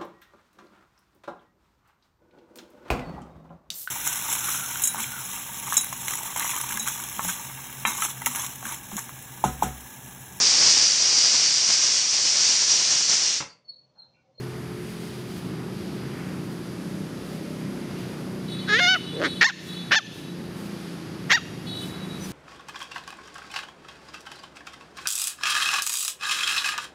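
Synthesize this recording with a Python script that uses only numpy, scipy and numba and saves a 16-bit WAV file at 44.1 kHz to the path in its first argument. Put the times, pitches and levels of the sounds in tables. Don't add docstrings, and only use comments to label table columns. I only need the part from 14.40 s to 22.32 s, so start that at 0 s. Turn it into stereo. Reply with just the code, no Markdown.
import sys
import numpy as np
from scipy import signal
from scipy.fft import rfft, irfft, next_fast_len
from scipy.io import wavfile
from scipy.ndimage import uniform_filter1d
from numba import njit

SR = 44100
rng = np.random.default_rng(int(sys.argv[2]) if len(sys.argv) > 2 else 0)


def file_out(sig):
    cols = np.atleast_2d(sig).T
    lim = np.clip(cols, -1, 1)
    pcm = np.round(lim * 32767).astype(np.int16)
    wavfile.write(sys.argv[1], SR, pcm)


def makeup_ratio(level_db):
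    decades = np.asarray(level_db, float) / 20
    return 10 ** decades


N = 349260
T = np.arange(N) / SR


def read(table, t=T):
    s, *columns = np.transpose(table)
    return [np.interp(t, s, c) for c in columns]


def tone(table, hz):
    table_hz, value = np.transpose(table)
    return np.interp(np.log(hz), np.log(table_hz), value)


def unit(x):
    return x / np.sqrt(np.mean(x ** 2))


def walk(rate):
    k = int(SR / rate)
    held = np.repeat(rng.standard_normal(N // k + 1), k)
    return 1.66 * uniform_filter1d(uniform_filter1d(held, k), k)[:N]


def colour(x, table):
    size = next_fast_len(N)
    gain = makeup_ratio(tone(table, np.fft.rfftfreq(size, 1 / SR) + 1))
    return irfft(rfft(x, size) * gain, size)[..., :N]


def place(x, pan_db):
    return x * makeup_ratio(np.array([[pan_db / 2], [-pan_db / 2]]))


@njit
def svf(x, hz, width):
    y, b, l = np.empty(len(x)), 0., 0.
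    for i in range(len(x)):
        g, k = np.tan(np.pi * hz[i] / SR), width / hz[i]
        v = (b + g * (x[i] - l)) / (1 + g * (g + k))
        b, l, y[i] = 2 * v - b, l + 2 * g * v, k * v
    return y


@njit
def follow(x, attack, release):
    y, e = np.empty(len(x)), 0.
    for i in range(len(x)):
        e += (x[i] - e) * (attack if x[i] > e else release)
        y[i] = e
    return y


def lines(hz, table, flutter_db, rate, blur):
    phase = 2 * np.pi * np.cumsum(hz) / SR
    total = 0
    for m, db in table:
        level = makeup_ratio(db + flutter_db * walk(rate))
        total = total + level * np.sqrt(2) * np.sin(m * phase + blur * walk(rate) + 7 * rng.random())
    return total


def bursts(rows, rise_s, fall_s):
    total = 0
    for s, hold, db in rows:
        before = np.clip((s - T) / rise_s, 0, 40)
        after = np.clip((T - s - hold) / fall_s, 0, 40)
        total = total + makeup_ratio(db) * np.exp(-before - after)
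    return total


def air():
    # frequency in Hz, level in dB per Hz.
    spectrum = [(15, -61), (25, -45), (70, -13), (179, 1), (276, -8), (361, -11), (461, -16.5),
                (620, -19.5), (1010, -22.5), (1280, -22), (4100, -30.5), (4690, -30), (8050, -40.5),
                (11100, -36.5), (15800, -59)]
    # frequency in Hz, side minus mid in dB.
    spread = [(60, -20), (110, -9), (200, -9.5), (380, -6.5), (700, -8), (1290, -7), (2380, -7.5),
              (4400, -9.5), (8120, -9), (15000, -1)]
    # frequency in Hz, left minus right in dB.
    lean_db = [(60, 12), (110, -3.5), (200, 1.5), (380, 6), (700, 0.5), (1290, -0.5), (2380, 0),
               (4400, -0.5), (8120, 0.5), (15000, 1)]
    # frequency in Hz, left port's lead in radians.
    lead = [(0, 0), (260, 0.16), (690, 0.023), (4130, 0.065), (10900, -0.1), (11600, -0.0), (15700, -0.1)]
    swell = walk(1.3)
    rumble_db = -0.5 - 14.5 * np.exp(-((T - 4.7) / 2.3) ** 2)
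    size = next_fast_len(N)
    f = np.fft.rfftfreq(size, 1 / SR) + 1
    mid, side = rfft(rng.standard_normal((2, size))) * makeup_ratio(tone(spectrum, f))
    side = side * makeup_ratio(tone(spread, f))
    lean = makeup_ratio(tone(lean_db, f) / 2) * np.exp(.5j * tone(lead, f))
    pair = np.array([(mid + side) * lean, (mid - side) / lean])
    out = 0
    for octave in np.arange(4, 15):
        band = irfft(pair * np.clip(1 - abs(np.log2(f) - octave), 0, 1), size)[:, :N]
        out = out + band * makeup_ratio(0.24 * swell + 1.0 * walk(6) + rumble_db * (octave < 7))
    return colour(unit(out), [(110, 0), (180, -4.5), (280, -1.5), (420, 0)]) * makeup_ratio(-35)


def engines():
    # time in seconds, firing rate in Hz.
    revs = [(1.2, 26.14), (1.55, 26.62), (1.85, 30.03), (1.97, 31), (2.26, 27.81), (2.6, 32.42),
            (2.98, 31.6), (3.29, 32.91), (3.72, 30.17), (4.1, 31.89), (4.6, 29.65), (5.07, 30.91),
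            (5.47, 28.93), (5.97, 29.46), (6.61, 28.19), (6.85, 26.31), (7.28, 25.62), (7.92, 27.55)]
    # multiple of the firing rate when that is pipe_rate_hz, level in dB.
    pipe = [(1, -38), (2, -20.5), (3, -17), (4, -10), (5, -1.5), (6, 4), (7, -10.5), (8, -3.5), (9, -9.5),
            (10, -5), (11, -6.5), (12, -7), (13, -15), (14, -16), (15, -16), (16, -21), (17, -18),
            (18, -17)]
    # frequency in Hz, level in dB.
    steady_lines = [(127, -43.5), (170, -46.5), (212, -47.5), (256, -51.5), (298, -54), (357, -46.5),
                    (390, -49), (427, -51.5)]
    pipe_rate_hz = 31.1
    hz, = read(revs)
    multiples, pipe_db = np.transpose(pipe)
    ringing = [(m, np.interp(m * hz / pipe_rate_hz, multiples, pipe_db)) for m in range(1, 20)]
    near = unit(lines(hz, ringing, flutter_db=2.03, rate=9., blur=0.2))
    near *= makeup_ratio(-34 + 0.82 * (hz - pipe_rate_hz))
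    near /= 1 + np.exp((0.9 - T) / 0.083)
    leaving = lines(np.ones(N), steady_lines, flutter_db=2.5, rate=6.67, blur=0.65) * makeup_ratio(2)
    leaving /= 1 + np.exp((T - 1.94) / 1)
    return place(near, 0.84) + place(leaving, 0.96)


def grass():
    # start in seconds, length in seconds, level in dB.
    rustles = [(.08, .02, -80), (.44, 0.37, -59.5), (.89, .11, -55.5), (1.39, 0.036, -80),
               (1.8, 0.098, -75), (2.05, .08, -75), (2.45, .1, -68), (2.9, 0.056, -61), (3.33, 0.057, -71),
               (3.6, 0.067, -71), (4.42, 0.15, -58), (5.24, 0.082, -51.5), (5.74, .07, -57),
               (6.18, 0.087, -59), (6.4, 0.051, -66), (7.41, 0.071, -53.5), (7.84, .1, -53.5)]
    # frequency in Hz, level in dB per Hz.
    blade_tone = [(1500, 2), (4000, 1), (7500, -1.5), (10000, -1), (12500, -5), (15000, -7)]
    ticks = rng.standard_normal((2, N)) * makeup_ratio(2.1 * rng.exponential(size=N) + 1.0 * walk(40))
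    ticks = colour(ticks + 0.42 * ticks[::-1], blade_tone)
    bed = makeup_ratio(-63.5 + 1.5 * walk(4.))
    return unit(ticks) * makeup_ratio(5.5) * (bed + bursts(rustles, rise_s=0.026, fall_s=0.03))


def band_noise(hz, width):
    return svf(rng.standard_normal(N), 0 * T + hz, width)


def small_life():
    # frequency in Hz, width in Hz, level in dB.
    far_insects = [(4800, 500, -62), (11330, 1200, -69.5)]
    # length in seconds, level in dB.
    near_insect = (.28, -61)
    # length in seconds, level in dB, first pitch in Hz, sag in Hz per second.
    chip = (.04, -46, 6040, 2200)
    chorus = 0
    for hz, width, db in far_insects:
        narrow = svf(band_noise(hz, 1. * width), 0 * T + hz, 1. * width)
        chorus = chorus + unit(narrow) * makeup_ratio(db + 0.46 * walk(5.4))
    buzz = unit(band_noise(9200, 2200.)) * bursts([(.42, *near_insect)], .05, 0.059)
    chip_s = 7.8
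    hold, db, hz, sag = chip
    pitch = hz - sag * np.clip(T - chip_s, 0, .07)
    bird = lines(pitch, [(1, 0)], flutter_db=2.5, rate=64.5, blur=.8)
    bird *= bursts([(chip_s + .01, hold, db)], .004, .013)
    return place(bird, 1.5) + place(buzz, .6) + chorus


def horn():
    # start in seconds, length in seconds, level in dB.
    blasts = [
        (4.085, 0.41, -36.5),
        (4.6, .2, -38),
        (4.855, 0.062, -28.5),
        (5.28, 0.0992, -32),
        (7.268, 0.18, -33),
    ]
    # pitch in Hz, level in dB.
    diaphragms = [
        (433.2, 0),
        (428.6, -3),
    ]
    # multiple of the pitch, level in dB.
    bell = [(6, -17), (7, -12), (8, -5.5), (9, -1), (10, -9), (11, -27), (19, -21), (20, -29.5), (21, -19)]
    attack_s, tail_db_per_s = 0.004, 25.5
    direct = bursts(blasts, attack_s, 0.0051)
    tail = makeup_ratio(-8.5) * bursts(blasts, attack_s, 20 / np.log(10) / tail_db_per_s)
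    (high_hz, high_db), (low_hz, low_db) = diaphragms
    high = lines(high_hz + 0 * T, bell, flutter_db=3.5, rate=42., blur=1.6)
    low = lines(low_hz + 0 * T, bell[1:5] + bell[-1:], flutter_db=3.5, rate=33., blur=1.3)
    return (makeup_ratio(high_db) * high + makeup_ratio(low_db) * low) * np.maximum(direct, tail) * makeup_ratio(-9.0)


def cry(table, throat, bright, chest_hz, chest_width, chest_db, nasal, hard_db, pan_db):
    # multiple of its resonance, width in Hz, level in dB.
    cavities = [(1.43, 560, -4.5), (1.85, 910, -6.5)]
    (s0, hz0, db0, *rest0), (s1, hz1, db1, *rest1) = table[0], table[-1]
    onset = (s0 - .004, hz0, db0 - 33, *rest0)
    dying = (s1 + .018, hz1 * (1 - 0.196), db1 - 32, *rest1)
    table = [onset, *table, dying]
    start, stop = int(table[0][0] * SR), int(table[-1][0] * SR)
    hz, db, rough, mouth_hz = read(table, T[start:stop])
    rough = np.clip(rough, 0, 1)

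    rest_hz, with_mouth, with_pitch = throat
    throat_hz = rest_hz + with_mouth * (mouth_hz - mouth_hz.mean()) + with_pitch * (hz - hz.mean())
    throat_hz = np.clip(throat_hz, 900, 6000)
    open_db, with_effort, octave_db = bright
    bright_db = open_db + with_effort * (db - db.max()) + octave_db * np.log2(hz / hz.mean())

    pitch_chance, size_chance = rng.standard_normal((400, 2)).T
    breath = rng.standard_normal(SR // 2)[:len(hz)]
    steady = (np.cumsum(hz) / SR).astype(int)
    phase = np.cumsum(hz * np.exp(.24 * rough * pitch_chance[steady])) / SR
    size = makeup_ratio(5.4 * rough * size_chance[(phase + .5).astype(int)])

    k = np.arange(1, 50)[:, None]
    reach = 1 / (1 + (k * hz / 7150) ** 40) + makeup_ratio(-12) * np.exp(-((k * hz - 12500) / 2500) ** 2)
    reach *= makeup_ratio(hard_db * np.clip(np.log2(k * hz / 2400), 0, 2))
    snaps = np.sum(np.cos(2 * np.pi * k * phase) * reach, axis=0) / np.sqrt(3600 / hz)
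    hiss = svf(svf(breath, 0 * hz + 3000, 5000.), 0 * hz + 3500, 5500.)
    puff = np.cos(np.pi * phase) ** 2 * hiss
    folds = size * snaps + 1.8 * (rough + 0.034) * makeup_ratio(hard_db) * puff

    skull = 0
    for n, (multiple, width, cavity_db) in enumerate(cavities):
        skull = skull + (-1) ** n * makeup_ratio(cavity_db) * svf(folds, multiple * throat_hz, 1. * width)
    upper = makeup_ratio(0.31 * (db + 12)) * skull - svf(svf(folds, throat_hz, 1950.), throat_hz, 930.)
    mouth = svf(svf(folds, mouth_hz, 0.16 * mouth_hz.mean()), mouth_hz, 1.07 * mouth_hz.mean())
    voice = mouth + makeup_ratio(bright_db) * upper
    voice -= makeup_ratio(chest_db) * svf(folds, 0 * hz + chest_hz, 1. * chest_width)
    voice -= nasal * svf(voice, 0 * hz + 923, 340.)
    voice /= np.sqrt(uniform_filter1d(voice ** 2, int(0.011 * SR)) + 1e-9)
    return place(np.pad(-voice * makeup_ratio(db), (start, N - stop)), pan_db)


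def puppy():
    # time in seconds, pitch in Hz, level in dB, roughness 0-1, mouth resonance in Hz.
    whine_rise = [(4.274, 409.5, -43, 0.7, 1510), (4.285, 416.6, -28, 0.35, 1579),
                  (4.3, 424, -21.5, 0.13, 1650), (4.32, 411, -20.5, 0.06, 1600),
                  (4.338, 425, -14.5, 0.09, 1700), (4.36, 454.5, -17.5, 0, 1800),
                  (4.384, 506, -22, 0.09, 1960), (4.397, 558, -14.5, 0.2, 1650)]
    whine_top = [(4.402, 711, -19.5, .01, 1920), (4.441, 715, -17, 0.053, 1870),
                 (4.463, 704.5, -18, .02, 1890), (4.487, 743.5, -15, 0.016, 1570),
                 (4.517, 755, -14.5, 0.018, 1550), (4.542, 737, -16, 0.021, 1630),
                 (4.553, 728, -18.5, 0.49, 1460), (4.564, 642, -21, 0.16, 1470),
                 (4.572, 586, -38, 0.14, 1300)]
    grunt = [(4.73, 148.8, -37, 0.35, 400), (4.795, 160.8, -29.5, 0.55, 520),
             (4.822, 158.3, -23, 0.75, 636), (4.829, 281.7, -24, 0.73, 594), (4.85, 293.6, -20, 0.38, 410),
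             (4.865, 290, -22.5, 0.35, 392), (4.88, 282, -29, .5, 337), (4.9, 265.7, -60, 0.25, 330)]
    yelp_1 = [(5.012, 487, -11.5, 0.2, 1870), (5.022, 472, -11.5, 0.39, 1780), (5.031, 426, -5, .38, 1790),
              (5.04, 440, -9, 0.23, 1796), (5.044, 859, -3, 0.085, 1750), (5.064, 937, -2, .08, 1900),
              (5.07, 1131, -10, 0.18, 1720), (5.088, 1008, -10.5, 0.13, 1800),
              (5.105, 740, -14, 0.58, 1460)]
    yelp_2 = [(5.512, 401, -20, 0.87, 1720), (5.518, 395, -14.5, 0.52, 1580), (5.527, 532, -12, 0.17, 1640),
              (5.542, 686, -11, 0.36, 1890), (5.548, 592, -12.5, 0.78, 1600), (5.56, 896, -10, .1, 1870),
              (5.576, 878, -7, .01, 1760), (5.586, 817, -9, .08, 1830), (5.599, 600, -26.5, .05, 1250)]
    yelp_3 = [(6.897, 470.7, -30, 0.71, 1830), (6.904, 472.5, -17.5, 0.9, 1840),
              (6.908, 490.5, -16, 0.4, 1880), (6.922, 605, -11.5, 0.49, 2070), (6.93, 850, -12, 0.23, 1930),
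              (6.943, 930, -11.5, .01, 2070), (6.956, 951, -10, 0.066, 2020), (6.965, 860, -21, .02, 1970),
              (6.979, 672, -20, .07, 1420)]
    # throat resonance in Hz, share of mouth motion, share of pitch motion.
    throats = [(3650, -0.42, -3.5), (3100, 2.1, 2), (1550, -1.1, -0.1), (3230, 0.78, 3.2), (3047, -0.48, 2),
               (3450, 0.46, 2.5)]
    # brightness in dB, dB per dB of effort, dB per octave of pitch.
    brights = [(-12, -0.3, 9), (-2, 2.9, 12), (0.5, 3.5, -3), (-14, -0.06, -3.5), (-6.5, 0.6, -1.5),
               (-12, 0.6, -4.5)]
    # chest resonance in Hz, width in Hz, level in dB, nasality 0-1,
    # snap hardness in dB, left minus right in dB.
    chests = [
        (440, 270, -13.5, 1, -3.5, 4),
        (692, 190, -14.5, 0.4, -2, 3),
        (330, 93, -6.5, 0.5, 0.5, 4),
        (926, 250, -8.5, 0.81, 3, 3),
        (850, 425, -13, 0.5, 1.5, 2.5),
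        (990, 280, -7, 0.83, 3.5, 3),
    ]
    cries = [whine_rise, whine_top, grunt, yelp_1, yelp_2, yelp_3]
    settings = zip(cries, throats, brights, chests)
    return sum(cry(table, throat, bright, *chest) for table, throat, bright, chest in settings)


def ports(x):
    # frequency in Hz, left minus right in dB.
    lean_db = [(60, -1.0), (110, 0.5), (200, -3), (380, 1), (700, -3.5), (1290, -0.5), (2380, -5),
               (4400, -1.5), (8120, 0), (15000, -7)]
    # frequency in Hz, left port's lead in radians.
    lead = [(0, 0), (260, 0.11), (690, -0.52), (1460, -0.046), (1810, -0.39), (2070, 0.28), (4220, 0.4),
            (5680, 0.0), (6550, -0.49), (8270, 0.1), (8960, -0.091), (9470, -0.0), (11100, -0.0),
            (15700, 0.0)]
    size = next_fast_len(N)
    f = np.fft.rfftfreq(size, 1 / SR) + 1
    half = makeup_ratio(tone(lean_db, f) / 2) * np.exp(.5j * tone(lead, f))
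    return irfft(rfft(x, size) * np.array([half, 1 / half]), size)[:, :N]


def forest(x):
    t = T[:SR]
    wash = rng.standard_normal((2, SR)) * makeup_ratio(-60 * t / 0.95) * np.clip(t / 0.04, 0, 1)
    wash += 2.8 * np.array([svf(c, 0 * t + 2750, 600.) for c in wash])
    returns = [(.04, 13), (.085, 3.3), (.14, 2.5)]
    trunks = sum(makeup_ratio(db) * np.exp(-((t - s) / 0.0014) ** 2) for s, db in returns)
    echo = signal.lfilter([1, -.85], [1], wash * (1 + trunks))
    echo = echo + 0.49 * echo[::-1]
    return signal.fftconvolve(x[None], echo / np.sqrt(np.sum(echo ** 2) / 2))[:, :N]


def scene():
    voice, blare = puppy(), horn()
    near = ports(voice) + makeup_ratio(-13.5) * forest(voice.mean(axis=0))
    far = place(blare, .9) + makeup_ratio(-9) * forest(blare)
    return near + far + engines() + small_life() + grass() + air()


def top_cut(x):
    return signal.sosfilt(signal.butter(12, 16130, fs=SR, output="sos"), x)


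def record(dry):
    loud = follow(abs(dry).max(axis=0), 1 / (.001 * SR), 1 / (.02 * SR))
    over_db = 1.8 * np.clip(20 * np.log10(loud + 1e-9) + 10.73, 0, 9)
    cut_db = follow(over_db, 1 / (0.015 * SR), 1 / (.15 * SR))
    wet = np.tanh(dry * makeup_ratio(-cut_db))
    wet = wet - .75 * np.array([svf(c, 0 * T + 7550, 160.) for c in wet])
    wet = signal.sosfilt(signal.ellip(8, .2, 60, 15450, fs=SR, output="sos"), wet)
    return top_cut(wet)


dry = scene()
out = record(dry)
file_out(out)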